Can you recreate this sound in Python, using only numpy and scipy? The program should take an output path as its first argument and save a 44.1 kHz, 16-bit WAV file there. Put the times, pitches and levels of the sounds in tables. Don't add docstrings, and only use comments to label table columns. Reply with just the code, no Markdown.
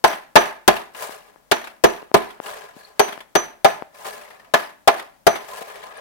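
import sys
import numpy as np
from scipy import signal
from scipy.fft import rfft, irfft
from scipy.io import wavfile

SR = 44100
rng = np.random.default_rng(int(sys.argv[2]) if len(sys.argv) > 2 else 0)


def bounce(signal):
    frames = np.transpose(np.atleast_2d(signal))
    limited = np.clip(frames, -1, 1)
    pcm = np.round(limited * 32767).astype(np.int16)
    wavfile.write(sys.argv[1], SR, pcm)


N = 264763
TIME = np.arange(N) / SR
AGE = np.arange(SR // 2) / SR
RIGHT_DELAY_S, TOP_HZ = .0036, 16000


def amp(db):
    return 10 ** (np.asarray(db) / 20)


def fade(t60):
    return np.exp(-np.log(1000) * AGE / t60)


def add(track, sound, at):
    i = max(int(at * SR), 0)
    track[i:i + len(sound)] += sound[:max(N - i, 0)]


def level_at(hz, points):
    pitches, db = np.transpose(points)
    return np.interp(np.log(np.maximum(hz, 1)), np.log(pitches), db)


def tint(x, points, size=2048):
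    gain = amp(level_at(np.arange(size // 2 + 1) * SR / size, points)) * np.sqrt(SR / 2000)
    cepstrum = irfft(np.log(gain)) * (1 + np.sign(size // 2 - np.arange(size)))
    cepstrum[0] /= 2
    return signal.fftconvolve(x, irfft(np.exp(rfft(cepstrum))))[:len(x)]


def waver(time, rate_hz, depth_db, points):
    levels = depth_db * rng.standard_normal(points)
    return amp(np.interp(time * rate_hz, np.arange(points), levels))


def ring(tones, scatter_db):
    chance = rng.standard_normal((len(tones), 2))
    return sum(amp(db + scatter_db * luck) * fade(t60) * np.sin(2 * np.pi * (hz * AGE + phase))
               for (hz, db, t60), (luck, phase) in zip(tones, chance))


def clicks(count, per_s, spread_db, click_s):
    sizes = amp(spread_db * np.minimum(rng.exponential(size=count), 4))
    touches = sizes * (rng.random(count) < per_s / SR)
    power = signal.lfilter([1], [1, -np.exp(-1 / (click_s * SR))], touches ** 2)
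    return np.sqrt(power / power.mean()) * rng.standard_normal((2, count))


# (pitch [Hz], relative level [dB])
AIR_COLOUR = [(18, -27.5), (30, -5.5), (102, -15.5), (147, -11), (260, -9), (415, -18), (581, -9),
              (2700, -26), (9640, -28), (15000, -28.5)]


def air(left_db=-57.5, right_db=-61.5):
    noise = np.array([tint(rng.standard_normal(N), AIR_COLOUR) for _ in range(2)])
    return noise / noise.std(axis=1, keepdims=True) * amp([[left_db], [right_db]])


# (pitch [Hz], level [dB], fade time [s])
BOARD_TONES = [(233, -8, 0.17), (351, -4.5, 0.16), (406, 9.5, 0.082), (461, 3, 0.082), (600.8, 5.5, 0.09),
               (641, -4, 0.15), (679.2, 5.5, 0.11), (778, 2.5, 0.067), (865, -2, 0.12), (1031, 1.5, 0.11),
               (1100, -5.5, 0.086), (1215, -4, .13), (1636.4, 3, 0.067), (1717, -1, 0.075),
               (2180, -9, 0.099), (2405, -9.5, 0.11)]
# (pitch [Hz], level [dB], fade time [s])
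HEAD_TONES = [(6022, 9, .26), (6345, -4, 0.13)]
# (pitch [Hz], level [dB])
THUD_COLOUR = [(40, 0), (90, -7), (140, 5.5), (240, 4.5), (380, 12.5), (750, 13), (1200, 9.5), (1700, 8.5),
               (2200, 3), (3500, 0.5), (7000, -15), (15000, -38)]
# (pitch [Hz], level [dB])
CRACK_COLOUR = [(500, -26.5), (2500, 3.5), (5000, 0.5), (8000, -3.5), (12000, -4), (16000, -10)]
# (time [s], board lows [dB], board middle [dB], board highs [dB], crack [dB],
# head ring [dB], rattle [dB], bouncing time [s], favoured board pitch [Hz])
HAMMER_BLOWS = [(0.0402, -19.5, -14, -17.5, -19, -42.5, -28.5, 0.095, 1040),
                (0.3558, -11, -6, -7.5, -19, -34.5, -27.5, .125, 1720),
                (0.6777, -13, -11, -14.5, -15, -51, -31, 0.13, 1720),
                (1.514, -20, -19.5, -17, -18.5, -42.5, -34.5, 0.2, 2420),
                (1.838, -13, -10, -17.5, -17, -40.5, -33.5, 0.16, 1720),
                (2.1412, -11, -11, -18.5, -19, -53, -34.5, 0.21, 1030),
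                (2.9945, -22, -12.5, -21.5, -19, -35.5, -33, 0.2, 400),
                (3.3526, -19, -16, -20, -20.5, -31, -35, 0.12, 1680),
                (3.6456, -19, -9, -17, -20.5, -44, -33, 0.083, 776),
                (4.5378, -24, -15.5, -17, -22.5, -52, -31, 0.1, 1715),
                (4.8749, -20.5, -9.5, -15.5, -18.5, -49.5, -31.5, 0.13, 776),
                (5.2667, -17.5, -12.5, -19, -18, -36.5, -32, 0.26, 400.6)]


def hammer(push_s=.0015, rebound_s=.0017, favour_db=6, right_db=-1.08, ring_right_db=6):
    out = np.zeros((2, N))
    push = 1 - np.exp(-AGE / push_s)
    rebound = 1 - np.exp(-AGE / rebound_s)
    for at, low, middle, high, crack_db, head_db, _, _, favoured_hz in HAMMER_BLOWS:
        spot = [(380, low), (720, middle), (1800, high)]
        tones = []
        for hz, db, t60 in BOARD_TONES:
            boost_db = favour_db * np.exp(-(np.log(hz / favoured_hz) / .03) ** 2)
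            tones.append((hz, db + level_at(hz, spot) + boost_db, t60))
        thud_colour = [(hz, db + level_at(hz, spot)) for hz, db in THUD_COLOUR]
        crush = clicks(len(AGE), per_s=3500, spread_db=2.4, click_s=.0005)
        for mic in (0, 1):
            boom = ring(tones, scatter_db=2.5)
            thud = tint(rng.standard_normal(len(AGE)) * fade(.078), thud_colour)
            crack = amp(crack_db) * tint(crush[mic] * fade(.037), CRACK_COLOUR)
            hit = amp(mic * right_db) * (push * (boom + thud) + crack)
            head = amp(head_db + mic * ring_right_db) * rebound * ring(HEAD_TONES, scatter_db=0)
            head *= waver(AGE, rate_hz=45, depth_db=2.2, points=200)
            add(out[mic], hit + head, at + mic * RIGHT_DELAY_S)
    return out


def pings(count, per_s=600, t60=.031, spread_db=2):
    age, decay = AGE[:512], fade(t60)[:512]
    out = np.zeros((2, count + len(age)))
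    for at, pitch, size, *phases in rng.random((int(per_s * count / SR), 5)):
        i = int(at * count)
        tone = np.sin(2 * np.pi * (pitch * TOP_HZ * age + np.array(phases)[:, None]))
        out[:, i:i + len(age)] += amp(-spread_db * np.log(size + .02)) * decay * tone
    return out[:, :count] / out.std()


def jostle(count, click_db=-1, ping_db=-8):
    ticks = clicks(count, per_s=900, spread_db=2.9, click_s=.0011)
    return amp(click_db) * ticks + amp(ping_db) * pings(count)


# (pitch [Hz], boost [dB])
TAP_BOOST = [(230, -4.5), (400, -2), (700, 3), (1100, 9), (1700, 5), (2400, -2.5)]


def on_board(contacts, colour, board_db):
    tones = [(hz, db + level_at(hz, TAP_BOOST), t60) for hz, db, t60 in BOARD_TONES]
    one_tap = ring(tones, scatter_db=.5)
    taps = signal.fftconvolve(contacts, one_tap / np.linalg.norm(one_tap))[:len(contacts)]
    return tint(contacts, colour) + amp(board_db) * taps


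# (pitch [Hz], level [dB])
RATTLE_COLOUR = [(60, -44.5), (130, -24.5), (230, -4.5), (450, -8), (700, 3), (1100, -0.5), (1800, -2.5),
                 (2800, -8.5), (4500, -14), (7000, -22), (11000, -18.5), (16000, -24)]


def rattle(throw_db=5.5, bounce_db_per_s=109, rest_db_per_s=187):
    contacts = np.zeros((2, N))
    for at, *_, rattle_db, bounce_s, _ in HAMMER_BLOWS:
        lost_db = bounce_db_per_s * np.minimum(AGE, bounce_s)
        lost_db += rest_db_per_s * np.maximum(AGE - bounce_s, 0)
        links = amp(rattle_db + throw_db - lost_db) * jostle(len(AGE))
        for mic in (0, 1):
            add(contacts[mic], links[mic], at)
    return np.array([on_board(side, RATTLE_COLOUR, board_db=-4.5) for side in contacts])


# (time [s], level [dB], pitch [Hz])
LINK_CHINKS = [(0.072, -23.5, 8470), (2.167, -27, 8240), (2.845, -35.5, 4320), (5.971, -38.5, 9400)]


def chinks(t60=.035, width=.07):
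    out = np.zeros((2, N))
    for at, db, hz in LINK_CHINKS:
        edges_hz = [hz * (1 - width / 2), hz * (1 + width / 2)]
        band = signal.butter(2, edges_hz, "band", fs=SR, output="sos")
        for mic in (0, 1):
            tone = signal.sosfilt(band, rng.standard_normal(len(AGE)))
            add(out[mic], amp(db) * fade(t60) * tone / tone.std(), at)
    return out


# (time [s], relative level [dB], clink pitch [Hz])
LOOP_DROPS = [(0.131, -23, 3240), (0.7648, -21.5, 2720), (0.9475, -31, 2840), (1.6417, -28.5, 3870),
              (1.6717, -29.5, 2600), (2.3042, -34.5, 3400), (2.4593, -26.5, 2880), (3.087, -27.5, 3350),
              (3.1239, -27, 3250), (3.2052, -31, 3360), (4.0518, -27.5, 3160), (4.304, -36, 1980),
              (4.397, -41, 1814), (4.446, -46, 2800), (4.994, -26, 3480), (5.3558, -22, 3520)]


def drops(t60=.063, gain_db=-4, clink_db=11, clink_width=.064):
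    out = np.zeros((2, N))
    pitches = np.geomspace(60, TOP_HZ, 60)
    for at, db, hz in LOOP_DROPS:
        clink = clink_db * np.exp(-(np.log(pitches / hz) / clink_width) ** 2)
        colour = np.column_stack([pitches, level_at(pitches, RATTLE_COLOUR) + clink])
        for mic in (0, 1):
            burst = rng.standard_normal(len(AGE)) * fade(t60)
            add(out[mic], amp(db + gain_db) * tint(burst, colour), at)
    return out


# (pitch [Hz], level [dB])
SLIDE_COLOUR = [(60, -40), (150, -19.5), (280, -33), (420, -5.5), (700, -1), (1200, -4), (2000, -8),
                (3500, -13), (6000, -15), (10000, -14.5), (16000, -18.5)]
# (time [s], time to full speed [s], level [dB], slowing [dB/s], treble boost [dB])
HAND_SHOVES = [(0.928, 0.097, -33, 84, 1), (2.40, 0.077, -33, 69.5, -2.5), (2.74, 0.047, -53, 44, 2.5),
               (3.92, 0.17, -36.5, 55.5, -1), (5.33, 0.23, -39.5, 9, -1.5)]


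def shoves(treble_hz=4500, longest_s=.68, swell_power=1.01, dulling_db_per_s=26):
    low_gain, treble_gain = np.zeros(N), np.zeros(N)
    for at, rise_s, db, slowing, treble_db in HAND_SHOVES:
        age = TIME - at
        coasting_s = np.maximum(age - rise_s, 0)
        swell = np.clip(age / rise_s, 0, 1) ** swell_power
        speed = swell * amp(db - slowing * coasting_s) * (age < longest_s)
        low_gain += speed
        treble_gain += speed * amp(treble_db - dulling_db_per_s * coasting_s)
    catches = waver(TIME, rate_hz=45, depth_db=1.5, points=400)
    links = jostle(N) * catches
    slide = np.array([on_board(side, SLIDE_COLOUR, board_db=-2) for side in links])
    low = signal.sosfiltfilt(signal.butter(2, treble_hz, fs=SR, output="sos"), slide)
    return low_gain * low + treble_gain * (slide - low)


# (time [s], relative level [dB], pitch [Hz])
DULL_POPS = [(1.094, -16.5, 714), (1.3604, -29.5, 864), (2.0282, -21, 599), (2.1156, -16, 617),
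             (2.4014, -10, 756), (2.7658, -26, 207), (3.1775, -16.5, 1110), (3.823, -10, 737),
             (5.6165, -20, 664)]


def pops(fade_cycles=2.4, gain_db=6, right_db=-22):
    out = np.zeros(N)
    for at, db, hz in DULL_POPS:
        add(out, amp(db + gain_db) * fade(fade_cycles / hz) * np.sin(2 * np.pi * hz * AGE), at)
    out = signal.sosfilt(signal.butter(2, [220, 4000], "band", fs=SR, output="sos"), out)
    return np.array([out, amp(right_db) * out])


def scrape(at=2.84, width_s=.07, db=-59, edges_hz=(4000, 4600)):
    band = signal.butter(2, edges_hz, "band", fs=SR, output="sos")
    grind = signal.sosfilt(band, clicks(N, per_s=900, spread_db=2.5, click_s=.002))
    swell = np.exp(-((TIME - at) / width_s) ** 2)
    return amp(db) * swell * grind / grind.std()


# (pitch [Hz], relative level [dB])
ECHO_COLOUR = [(60, 9.5), (220, 7), (600, 8), (2000, 11.5), (6000, -1), (15000, -3.5)]


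def room(x, t60=.4, echo_db=-24, build_s=.0077):
    tails = rng.standard_normal((2, len(AGE))) * fade(t60) * (1 - np.exp(-AGE / build_s))
    tails = np.array([tint(tail / np.linalg.norm(tail), ECHO_COLOUR) for tail in tails])
    return amp(echo_db) * signal.fftconvolve(x, tails / np.sqrt(SR / 2000), axes=1)[:, :N]


def scene(lean_db=1):
    left, right = rattle() + shoves() + drops() + chinks() + scrape()
    right = np.interp(TIME - RIGHT_DELAY_S, TIME, right, left=0)
    direct = hammer() + np.array([left * amp(lean_db), right * amp(-lean_db)])
    return direct + room(direct) + pops() + air()


def record(dry):
    treble_cut = signal.ellip(8, .02, 50, TOP_HZ, fs=SR, output="sos")
    return signal.sosfiltfilt(treble_cut, np.clip(dry, -1, 1))


dry = scene()
out = record(dry)
bounce(out)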